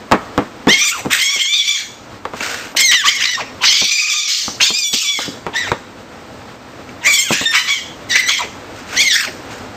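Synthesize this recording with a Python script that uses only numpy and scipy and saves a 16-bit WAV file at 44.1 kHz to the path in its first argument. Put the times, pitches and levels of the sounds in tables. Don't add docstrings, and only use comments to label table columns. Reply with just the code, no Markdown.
import sys
import numpy as np
from scipy import signal
from scipy.fft import rfft, irfft, next_fast_len
from scipy.io import wavfile
from scipy.ndimage import uniform_filter1d, map_coordinates

SR = 44100
rng = np.random.default_rng(int(sys.argv[2]) if len(sys.argv) > 2 else 0)


def master_out(mix):
    frames = np.transpose(np.atleast_2d(mix))
    ceiling = np.clip(frames, -1, 1)
    pcm = np.round(ceiling * 32767).astype(np.int16)
    wavfile.write(sys.argv[1], SR, pcm)


N = 430416
RELEASE_S = .02
MIRROR_HZ = 11025

# f/Hz, width/Hz, level/dB
RESONANCES = [(90.5, 20, -6), (197, 11, -26.5), (314, 27, -6), (428, 14, -5), (498, 19, -2), (650, 32, -12),
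              (820, 38, -0.5), (976, 19, -8), (1320, 100, -0.5)]
# t/s, echo share/0-1, treble/dB
FOX_PLACE = [(.7, 0.26, -2.5), (.86, 0.18, 11), (1.2, 0.19, 4.5), (1.75, 0.48, 1), (2.8, 0.11, 5),
             (3.35, 0.14, -2), (3.8, 0.2, -6), (4.4, 0.8, -1), (4.8, 0, 3.5), (5.15, 0.5, 2.5),
             (5.6, 0.37, 5), (7.2, 0.13, 9.5), (7.45, 0.3, 4.5), (7.7, 0.44, 0.5), (8.3, 0.13, 0.5),
             (9.2, 0.09, 3.5)]


def amp(db):
    return 10 ** (np.asarray(db) / 20)


def unit(x):
    return x / np.sqrt(np.mean(x ** 2) + 1e-20)


def along(points, hz):
    f, v = np.transpose(points)
    return np.interp(np.log(hz + 1), np.log(f + 1), v)


def curves(rows):
    times, *columns = np.transpose(rows)
    return [np.interp(np.arange(N) / SR, times, column) for column in columns]


def clock(length):
    return np.arange(int(length * SR)) / SR


def wobble(rate, size):
    points = rng.standard_normal(int(size * rate / SR) + 4)
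    return map_coordinates(points, [np.arange(size) * rate / SR])


def filtered(x, response):
    size = next_fast_len(len(x) + 8192)
    return irfft(rfft(x, size) * response(np.fft.rfftfreq(size, 1 / SR)), size)[:len(x)]


def below(hz, edge_hz):
    return 1 / (1 + (hz / edge_hz) ** 20)


def noise(spectrum, size):
    return unit(filtered(rng.standard_normal(size), lambda hz: amp(along(spectrum, hz))))


def patchy(x, depth_db):
    spectra = signal.stft(x, nperseg=256)[2]
    patches = uniform_filter1d(rng.standard_normal(spectra.shape), size=3, axis=0)
    patches = unit(uniform_filter1d(patches, size=9, axis=1))
    return unit(signal.istft(spectra * amp(depth_db * patches), nperseg=256)[1][:len(x)])


def power(x):
    return np.abs(uniform_filter1d(x ** 2, size=900))


def lagged(x, lag_s):
    keep = np.exp(-1 / (lag_s * SR))
    return signal.lfilter([1 - keep], [1, -keep], x)


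def add(track, start, x):
    part = track[max(0, round(start * SR)):][:len(x)]
    part += x[:len(part)]


def drone(lift_db=2, boom=.42, drift_db=1):
    # t/s, level/dB
    loudness = [(0, -35), (.4, -34.5), (2, -37.5), (3.5, -35.5), (6.3, -36.5), (8, -35), (9.7, -32)]
    # f/Hz, level/dB
    spectrum = [(15, -51), (25, -18.5), (113, -2), (156, -9), (251, 0), (394, -7.5), (482, -5), (684, -7.5),
                (1350, -11.5), (1770, -13.5), (3080, -19.5), (4060, -21), (4960, -23), (7980, -29),
                (10000, -40), (13000, -72.5), (22000, -120)]

    def peaks(f):
        return sum(amp(db) / (1 + (2 * (f - hz) / width) ** 2) for hz, width, db in RESONANCES)

    rumble = unit(filtered(noise(spectrum, N), lambda hz: 1 + boom * peaks(hz)))
    return amp(curves(loudness)[0] + lift_db + drift_db * wobble(22, N)) * rumble


def cabin_echo(x, hop=SR // 5, delay_s=.003):
    # f/Hz, decay/s
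    decays = [(200, 0.089), (1000, 0.46), (3000, 0.46), (8000, 0.61)]
    out = np.zeros(N)
    for start in range(0, N - hop, hop):
        hz, t, spectra = signal.stft(rng.standard_normal(SR // 2), SR, nperseg=256)
        fade = amp(-60 * t / along(decays, hz)[:, None])
        tail = patchy(signal.istft(spectra * fade, SR, nperseg=256)[1], depth_db=4)
        part = x[start:start + 2 * hop]
        part = part * np.hanning(2 * hop)[:len(part)]
        add(out, start / SR + delay_s, signal.fftconvolve(part, tail / np.linalg.norm(tail)))
    return out


def cloth(grain_db=2):
    # t/s, rise/s, fall/s, level/dB
    strokes = [(2.32, 0.058, 0.092, -30.5), (2.385, 0.059, 0.31, -20.5), (8.721, .07, .08, -35),
               (8.85, .1, .04, -24.5), (9.49, .025, .13, -32)]
    # f/Hz, level/dB
    spectrum = [(180, -48), (300, -32), (439, -11), (1160, -13), (1460, -4), (1690, -8), (2790, -9),
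                (3140, -14), (6930, -15.5), (10000, -28.5), (13000, -55), (22000, -120)]
    out = np.zeros(N)
    for start, rise, fall, db in strokes:
        t = clock(rise + fall)
        swell = np.interp(t, [0, rise, rise + fall], [0, 1, 0])
        rubbing = unit(noise(spectrum, len(t)) * amp(grain_db * wobble(250, len(t))))
        add(out, start, amp(db) * swell * rubbing)
    return out


def clacks(decay_s=.03):
    # t/s, level/dB
    bumps = [(2.407, -11.5), (6.892, -27)]
    # f/Hz, level/dB
    notes = [(2300, -0.5), (2650, -3), (1450, -14.5), (6400, -9)]
    out, t = np.zeros(N), clock(.1)
    ring = sum(amp(db - 60 * t / decay_s) * np.sin(2 * np.pi * hz * t) for hz, db in notes)
    for start, db in bumps:
        add(out, start, amp(db) * ring)
    return out


def knocks(ring_db=-4, thud_db=-6, click_db=-12, thud_s=.13, click_s=.02, push_s=.00035, bass_hz=380):
    # t/s, level/dB, extra click/dB, extra bass/dB
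    blows = [(.114, -2.5, 2, -5.5), (0.12, 8, 13.5, -1.5), (.378, 1, 6.5, 5), (.671, 2.5, -22, 4),
             (1.05, -15, -8, 5.5), (1.059, -13, -12, 11.5), (1.362, -20, -14, -5), (2.253, -11, 12.5, -22),
             (2.336, -15, 4.5, -3.5), (2.41, -19.5, 3, 1), (2.75, -18, 5, -17), (3.818, -14, -19, 3),
             (4.481, -14.5, 5, 3), (4.611, -20, -16, -8), (4.705, -19, 1, 5.5), (4.936, -18.5, -17, 5),
             (5.19, -14, 10, -14), (5.28, -28, 11.5, 21), (5.466, -7, 4.5, -7.5), (5.717, -4.5, 18.5, -3.5),
             (7.307, -7, 10.5, 5.5), (7.412, -11, -17, -0.5), (8.988, -27, 2, 4.5)]
    # f/Hz, level/dB
    thud_tone = [(24, -31.5), (40, -29), (216, 4), (702, -5), (1020, -3.5), (1470, -12), (2230, -15.5),
                 (2940, -23), (6450, -41.5), (8710, -47), (10000, -50), (13000, -84.5), (22000, -120)]
    click_tone = [(300, 1.5), (1200, 3), (3500, -18), (8000, -31.5), (11000, -52.5)]
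    out, t = np.zeros(N), clock(.25)
    for start, db, extra_click, extra_bass in blows:
        ring = np.zeros(len(t))
        for hz, width, level in RESONANCES:
            fade = amp(level + rng.normal(0, 3.3)) * np.exp(-np.pi * width * t)
            ring += fade * np.sin(2 * np.pi * hz * rng.normal(1, .015) * t)
        thud = amp(thud_db - 60 * t / thud_s) * noise(thud_tone, len(t))
        body = amp(ring_db) * ring / np.abs(ring).max() + thud
        body *= amp(7 * min(db, 0) * t)
        body += (amp(extra_bass) - 1) * filtered(body, lambda hz: 1 / (1 + (hz / bass_hz) ** 4))
        click = amp(click_db + extra_click - 60 * t / click_s) * noise(click_tone, len(t))
        push = np.sin(t / push_s * 2) * np.exp(-t / push_s / 2)
        add(out, start, amp(db) * (body + click + push))
    return filtered(out, lambda hz: (1j * hz / (60 + 1j * hz)) ** 2)


def vocal_folds(pitch, doubling, chaos, jitter=.0644, waver=.03292, flicker_db=5, groan_hz=1700):
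    # f/Hz, level/dB
    throat = [(350, -43), (600, -10), (917, -14), (1160, -6), (1500, -6.5), (1750, -3.5), (2140, 1),
              (2610, 1), (3390, 0), (3810, 1), (5890, -14), (7020, -19.5), (8580, -26.5), (10000, -35),
              (13000, -65.5), (22000, -120)]
    # f/Hz, level/dB
    overtones = [(1100, -4), (1600, 10.5), (2300, 12), (3400, 10.5), (4700, -11), (5800, 5), (7500, 3.5),
                 (9500, -10)]
    size = len(pitch)
    slack = np.clip(2 * (1 - pitch / groan_hz), 0, 1)
    chaos = np.clip(chaos + .33 * slack, 0, 1)
    wander = waver * np.sqrt(chaos + .05) * wobble(90.08, size)
    shake = jitter * (chaos + slack) * wobble(800, size)
    pitch = pitch * (1 + wander + shake)
    phase = 2 * np.pi * np.cumsum(pitch) / SR
    tone, blur = np.zeros(size), np.zeros(size)
    for k in range(1, 17):
        if k * pitch.min() / 2 > MIRROR_HZ:
            break
        hz = np.maximum(pitch, groan_hz) if k == 2 else k * pitch / 2
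        weight = 1 if k == 2 else (doubling if k % 2 else 1) * amp(-14 * slack)
        db = along(throat, hz) + along(overtones, hz) + flicker_db * wobble(41.8, size)
        partial = amp(db) * (hz < MIRROR_HZ) * weight * np.sin(k * phase / 2)
        tone += partial * (1 + .037 * k * wobble(260, size))
        blur += partial * wobble(850, size)
    tone *= 1 + .089 * (doubling + chaos) * np.sin(.27 * phase + 4 * wobble(60, size))
    air = patchy(rng.standard_normal(size), depth_db=5.5) * amp(-3.5 * wobble(170, size))
    screech = unit(filtered(air, lambda hz: amp(along(throat, hz))))
    return np.sqrt(1 - chaos ** 2) * unit(tone) + .65 * chaos ** 2 * unit(blur) + .37 * chaos * screech


def arch(progress, first, crest, last, crest_at):
    crest_at = np.clip(crest_at, .02, .98)
    scoop = np.clip(1 - progress / crest_at, 0, 1)
    droop = np.clip((progress - crest_at) / (1 - crest_at), 0, 1.1)
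    return crest + (first - crest) * scoop ** 2 + (last - crest) * droop ** 2


def envelope(t, length, rise, fade_db):
    swell = np.clip(t / rise, 0, 1) ** 1.16
    spent = np.clip((t - rise) / max(length - rise, .005), 0, 1)
    release = np.clip(1 - (t - length) / RELEASE_S, 0, 1)
    return swell * amp(-fade_db * spent) * release


def rattle(t):
    # start/s, end/s, rate/Hz, depth/dB
    growls = [(3.166, 3.369, 54, 2), (7.326, 7.436, 95, -1), (8.29, 8.445, 81, -1.5),
              (9.148, 9.253, 61.6, 1.5)]
    swing_db = np.zeros(len(t))
    for start, end, rate, db in growls:
        phase = 2 * np.pi * rate * (t - start) + wobble(21, len(t))
        swing_db += db * (t > start) * (t < end) * np.sin(phase)
    return swing_db


def mouth(voice, t, levels_db, low_hz=2750, high_hz=4450, tremble_db=2):
    # t/s, half length/s, middle band boost/dB
    peals = [(1.613, 0.052, -0.5), (2.885, 0.009, 4.5), (3.088, .008, 18), (5.10, .022, 12.5),
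             (7.447, 0.034, 12)]
    peal_db = sum(db * np.exp(-((t - centre) / half) ** 2) for centre, half, db in peals)
    bands = [lambda hz: below(hz, low_hz),
             lambda hz: below(hz, high_hz) - below(hz, low_hz),
             lambda hz: 1 - below(hz, high_hz)]
    out = np.zeros(len(t))
    for band, db, boost_db in zip(bands, levels_db, (0, peal_db, 0)):
        part = filtered(voice, band)
        out += amp(db + boost_db) * part / np.sqrt(power(part) + .00094)
    return out * amp(tremble_db * wobble(56.9, len(t)) + rattle(t))


def barks():
    # t/s, half length/s, level/dB
    puffs = [(1.116, 0.0099, -15.5), (2.935, 0.017, -17.5), (3.642, 0.0091, -8.5), (4.609, 0.006, -6.5),
             (7.555, 0.025, -9.5)]
    # f/Hz, level/dB
    spectrum = [(450, -34), (900, -6.5), (1600, -5), (2700, -2.5), (4000, -18), (8000, -29)]
    out, t = np.zeros(N), np.arange(-SR // 20, SR // 20) / SR
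    for centre, half, db in puffs:
        add(out, centre + t[0], amp(db) * np.exp(-(t / half) ** 2) * noise(spectrum, len(t)))
    return out


def yelps():
    # t/s, length/s, pitch/Hz, level/dB
    cries = [(3.034, 0.033, 1150, -14), (3.603, 0.03, 1004, -23), (4.601, 0.021, 892, -20.5),
             (5.53, 0.017, 947, -21), (7.007, 0.034, 950, -30)]
    out = np.zeros(N)
    for start, length, hz, db in cries:
        t = clock(length + RELEASE_S)
        pitch = arch(t / length, .96 * hz, hz, hz, crest_at=.9)
        voice = unit(vocal_folds(pitch, doubling=.05, chaos=.15))
        add(out, start, amp(db) * envelope(t, length, rise=.011, fade_db=0) * voice)
    return out


def groans(middle_db=-14.5, high_db=-12):
    # t/s, length/s, first pitch/Hz, low band level/dB
    cries = [(0.909, .092, 1418, -23), (3.371, .05, 1120, -20.5), (5.666, 0.027, 1000, -22.5),
             (8.385, 0.057, 1053, -19.5), (9.262, 0.026, 921, -21.5)]
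    out = np.zeros(N)
    for start, length, hz, db in cries:
        t = clock(length + RELEASE_S)
        pitch = arch(t / length, hz, hz, hz / 2, crest_at=0)
        voice = vocal_folds(pitch, doubling=.1, chaos=.44)
        voice = mouth(voice, start + t, (db, db + middle_db, db + high_db))
        add(out, start, envelope(t, length, rise=.008, fade_db=.5) * voice)
    return out


def squeals(crack_chaos=.848):
    # t/s, length/s, rise/s, first pitch/Hz, crest pitch/Hz, last pitch/Hz,
    # crest place/0-1, doubling/0-1, chaos/about 0-1, crack/s, low/dB, middle/dB, high/dB, fade/dB
    cries = [ (0.676, 0.074, 0.027, 1550, 2204, 2193, 1, .35, .1, .002, -5, -7, -8.5, 6.5),
             (0.746, 0.16, .07, 2208, 2352, 2282, .75, 1, .5, 0.0015, -14, -18, -15, 7),
             (1.098, .076, 0.032, 1527, 1813, 1644, 0.6, .95, 1, 0.008, -10, -14.5, -16, 8.5),
             (1.177, 0.19, .015, 1754, 2233, 2130, .55, .95, .32, 0.044, -17, -16.5, -17, 5.5),
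             (1.367, .155, 0.043, 1778, 2182, 2355, .5, .9, 0.2, 0.054, -18.5, -13.5, -20, 5),
             (1.52, .105, 0.014, 2370, 2400, 2164, 0, 0.8, 0.4, .002, -25, -13, -21.5, 4),
             (1.628, 0.13, 0.052, 2250, 2350, 2305, 0.5, 0.9, 0.31, 0.0023, -19.5, -15.5, -18, 4.5),
             (1.763, 0.055, .012, 2157, 1988, 1620, .3, 0.1, .9, .002, -25.5, -25, -25, 3.5),
             (2.762, .147, 0.0093, 1883, 2184, 1892, .35, 0, .08, 0.059, -14.5, -16, -12.5, 0.5),
             (2.913, 0.11, 0.0017, 2032, 1994, 1580, .15, .06, .12, .036, -10.5, -11.5, -15.5, 11.5),
             (3.038, 0.14, 0.041, 1272, 2186, 2076, 0.6, .9, 0.5, 0.016, -13.5, -22, -14, 12.5),
             (3.168, 0.19, .04, 1900, 2015, 1880, 0.7, .25, 0.47, 0.11, -19, -21, -21, 1),
             (3.614, .288, 0.042, 1874, 2333, 2480, 0.9, 0.8, .64, .06, -18, -12.5, -10, 8.5),
             (3.904, 0.23, 0.012, 2355, 2418, 2380, .7, 0.39, .4, .025, -16.5, -23.5, -14.5, 6),
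             (4.092, 0.21, 0.0083, 2388, 2412, 2284, .25, 1, .42, 0.0025, -21, -18.5, -15.5, 5.5),
             (4.27, .2, .012, 2350, 2300, 1516, 0.4, 0.6, .9, 0.0015, -27.5, -21, -14, 10.5),
             (4.603, .119, .016, 1570, 2353, 2420, .45, 0.5, 0.3, .032, -30, -9, -9.5, 16),
             (4.724, 0.11, 0.016, 2355, 2434, 2386, .65, 0.4, .22, .002, -26, -26, -16.5, 1.5),
             (4.832, 0.17, .012, 2316, 2250, 2460, 1, .95, .12, .002, -29.5, -15.5, -15.5, 21),
             (4.927, .105, 0.004, 2322, 2530, 2570, 0.8, 1, 0.83, 0.0011, -28.5, -17.5, -15.5, 6),
             (5.031, 0.15, 0.018, 2430, 2360, 2120, .1, 0.7, .18, 0.0026, -21.5, -21, -18.5, 6.5),
             (5.175, 0.08, .015, 1855, 1883, 1290, 0, 0.1, 1.1, 0.0013, -30, -27, -26, 1),
             (5.544, .126, .014, 1700, 1928, 1404, 0.5, .03, .36, 0.011, -16.5, -21.5, -24.5, 11.5),
             (7.025, .106, 0.05, 1713, 2300, 2295, 0.7, 0.4, .32, 0.051, -8.5, -22.5, -17.5, 3),
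             (7.122, .112, 0.019, 2457, 2161, 2130, .95, 1, .33, .02, -14.5, -14, -13, 8),
             (7.241, 0.058, 0.0069, 1610, 1685, 1320, 0, 0.4, 0, 0.0013, -31, -29.5, -35, -7.5),
             (7.303, 0.14, 0.03, 1506, 1757, 1803, .5, 0.8, .82, 0.02, -14, -19.5, -16.5, 12.5),
             (7.453, 0.065, 0.0065, 1813, 1824, 1797, 0.2, .001, 0, 0.0023, -16, -19.5, -19.5, 0.5),
             (7.517, 0.18, 0.036, 1500, 2043, 1970, 0.5, 0.8, 0.2, .04, -15, -15, -15, 23),
             (7.664, .125, 0.034, 2101, 2215, 1944, .3, 1, .42, 0.027, -13.5, -13.5, -18, 14),
             (8.087, 0.046, 0.039, 2086, 1935, 1880, .95, 0.15, 0.45, .002, -15.5, -18, -15.5, 1),
             (8.129, .088, 0.028, 2024, 2035, 1920, .3, 0.17, 0.78, .002, -8, -21, -17.5, 7.5),
             (8.216, .062, 0.014, 1933, 1950, 2044, .25, .05, .27, 0.0016, -24, -33.5, -27, -5),
             (8.278, .108, 0.014, 2158, 2270, 2037, .4, 0.6, 0.7, 0.0024, -15, -14.5, -17.5, 5),
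             (8.953, 0.093, 0.056, 1586, 2213, 2154, .65, 0.3, 0.5, 0.019, -8, -10, -8.5, 13.5),
             (9.043, .04, 0.016, 2154, 2160, 2065, .4, .05, 0.15, .002, -12, -18.5, -15, 0.5),
             (9.09, .052, 0.023, 2133, 1770, 1733, .95, .05, 0.42, 0.00096, -16.5, -10, -13.5, 1),
             (9.141, 0.11, .018, 1765, 1752, 1450, 0.4, 0, 0.9, .002, -13, -23, -15.5, 9.5)]
    out = np.zeros(N)
    for (start, length, rise, first, crest, last, crest_at,
         doubling, chaos, crack_s, *levels_db, fade_db) in cries:
        t = clock(length + RELEASE_S)
        pitch = arch(t / length, first, crest, last, crest_at)
        cracked = np.exp(-(t / max(crack_s, .001)) ** 4)
        fraying = .11 * np.sqrt(chaos) * wobble(35.25, len(t))
        broken = chaos + (crack_chaos - chaos) * cracked + fraying
        doubled = doubling + (1 - doubling) * cracked
        voice = mouth(vocal_folds(pitch, doubled, broken), start + t, levels_db)
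        add(out, start, envelope(t, length, rise, fade_db) * voice)
    return out


def fox(treble_hz=6830):
    cries = squeals() + groans() + yelps()
    treble = filtered(cries, lambda hz: 1 - below(hz, treble_hz))
    treble_db = curves(FOX_PLACE)[1]
    return cries + (amp(treble_db) - 1) * treble + barks()


def suppressor(sound, treble_hz=2200, threshold_db=-21, range_db=5.5, deepest_db=33):
    treble = filtered(sound, lambda hz: 1 - below(hz, treble_hz))
    level_db = 10 * np.log10(power(treble) + 1e-12)
    loud = np.clip((level_db - threshold_db) / range_db, 0, 1)
    bite = lagged(loud, lag_s=.38) * lagged(loud, lag_s=.073)
    return amp(-deepest_db * bite)


def scene(knock_echo_db=-14, underside_hz=950):
    voice = fox()
    blows = knocks() + clacks()
    gain = suppressor(voice + blows)
    voice += (gain - 1) * filtered(voice, lambda hz: below(hz, underside_hz))
    echo_share = np.clip(curves(FOX_PLACE)[0], 0, 1)
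    direct = np.sqrt(1 - echo_share) * voice + blows + cloth() + gain * drone()
    echo = cabin_echo(np.sqrt(echo_share) * voice + amp(knock_echo_db) * blows)
    return (direct + echo)[None]


def record(dry, ceiling=.78, mirror_db=-4, top_hz=14200):
    rolloff = [(8500, -.5), (9900, -10), (10500, -34)]  # f/Hz, level/dB
    squashed = dry[0] / (1 + np.abs(dry[0] / ceiling) ** 6) ** (1 / 6)
    dulled = filtered(squashed, lambda hz: amp(along(rolloff, hz)) * (hz < MIRROR_HZ))
    mirrored = dulled * np.cos(2 * np.pi * 2 * MIRROR_HZ * np.arange(N) / SR)
    return filtered(dulled + amp(mirror_db) * mirrored, lambda hz: hz < top_hz)[None]


dry = scene()
out = record(dry)
master_out(out)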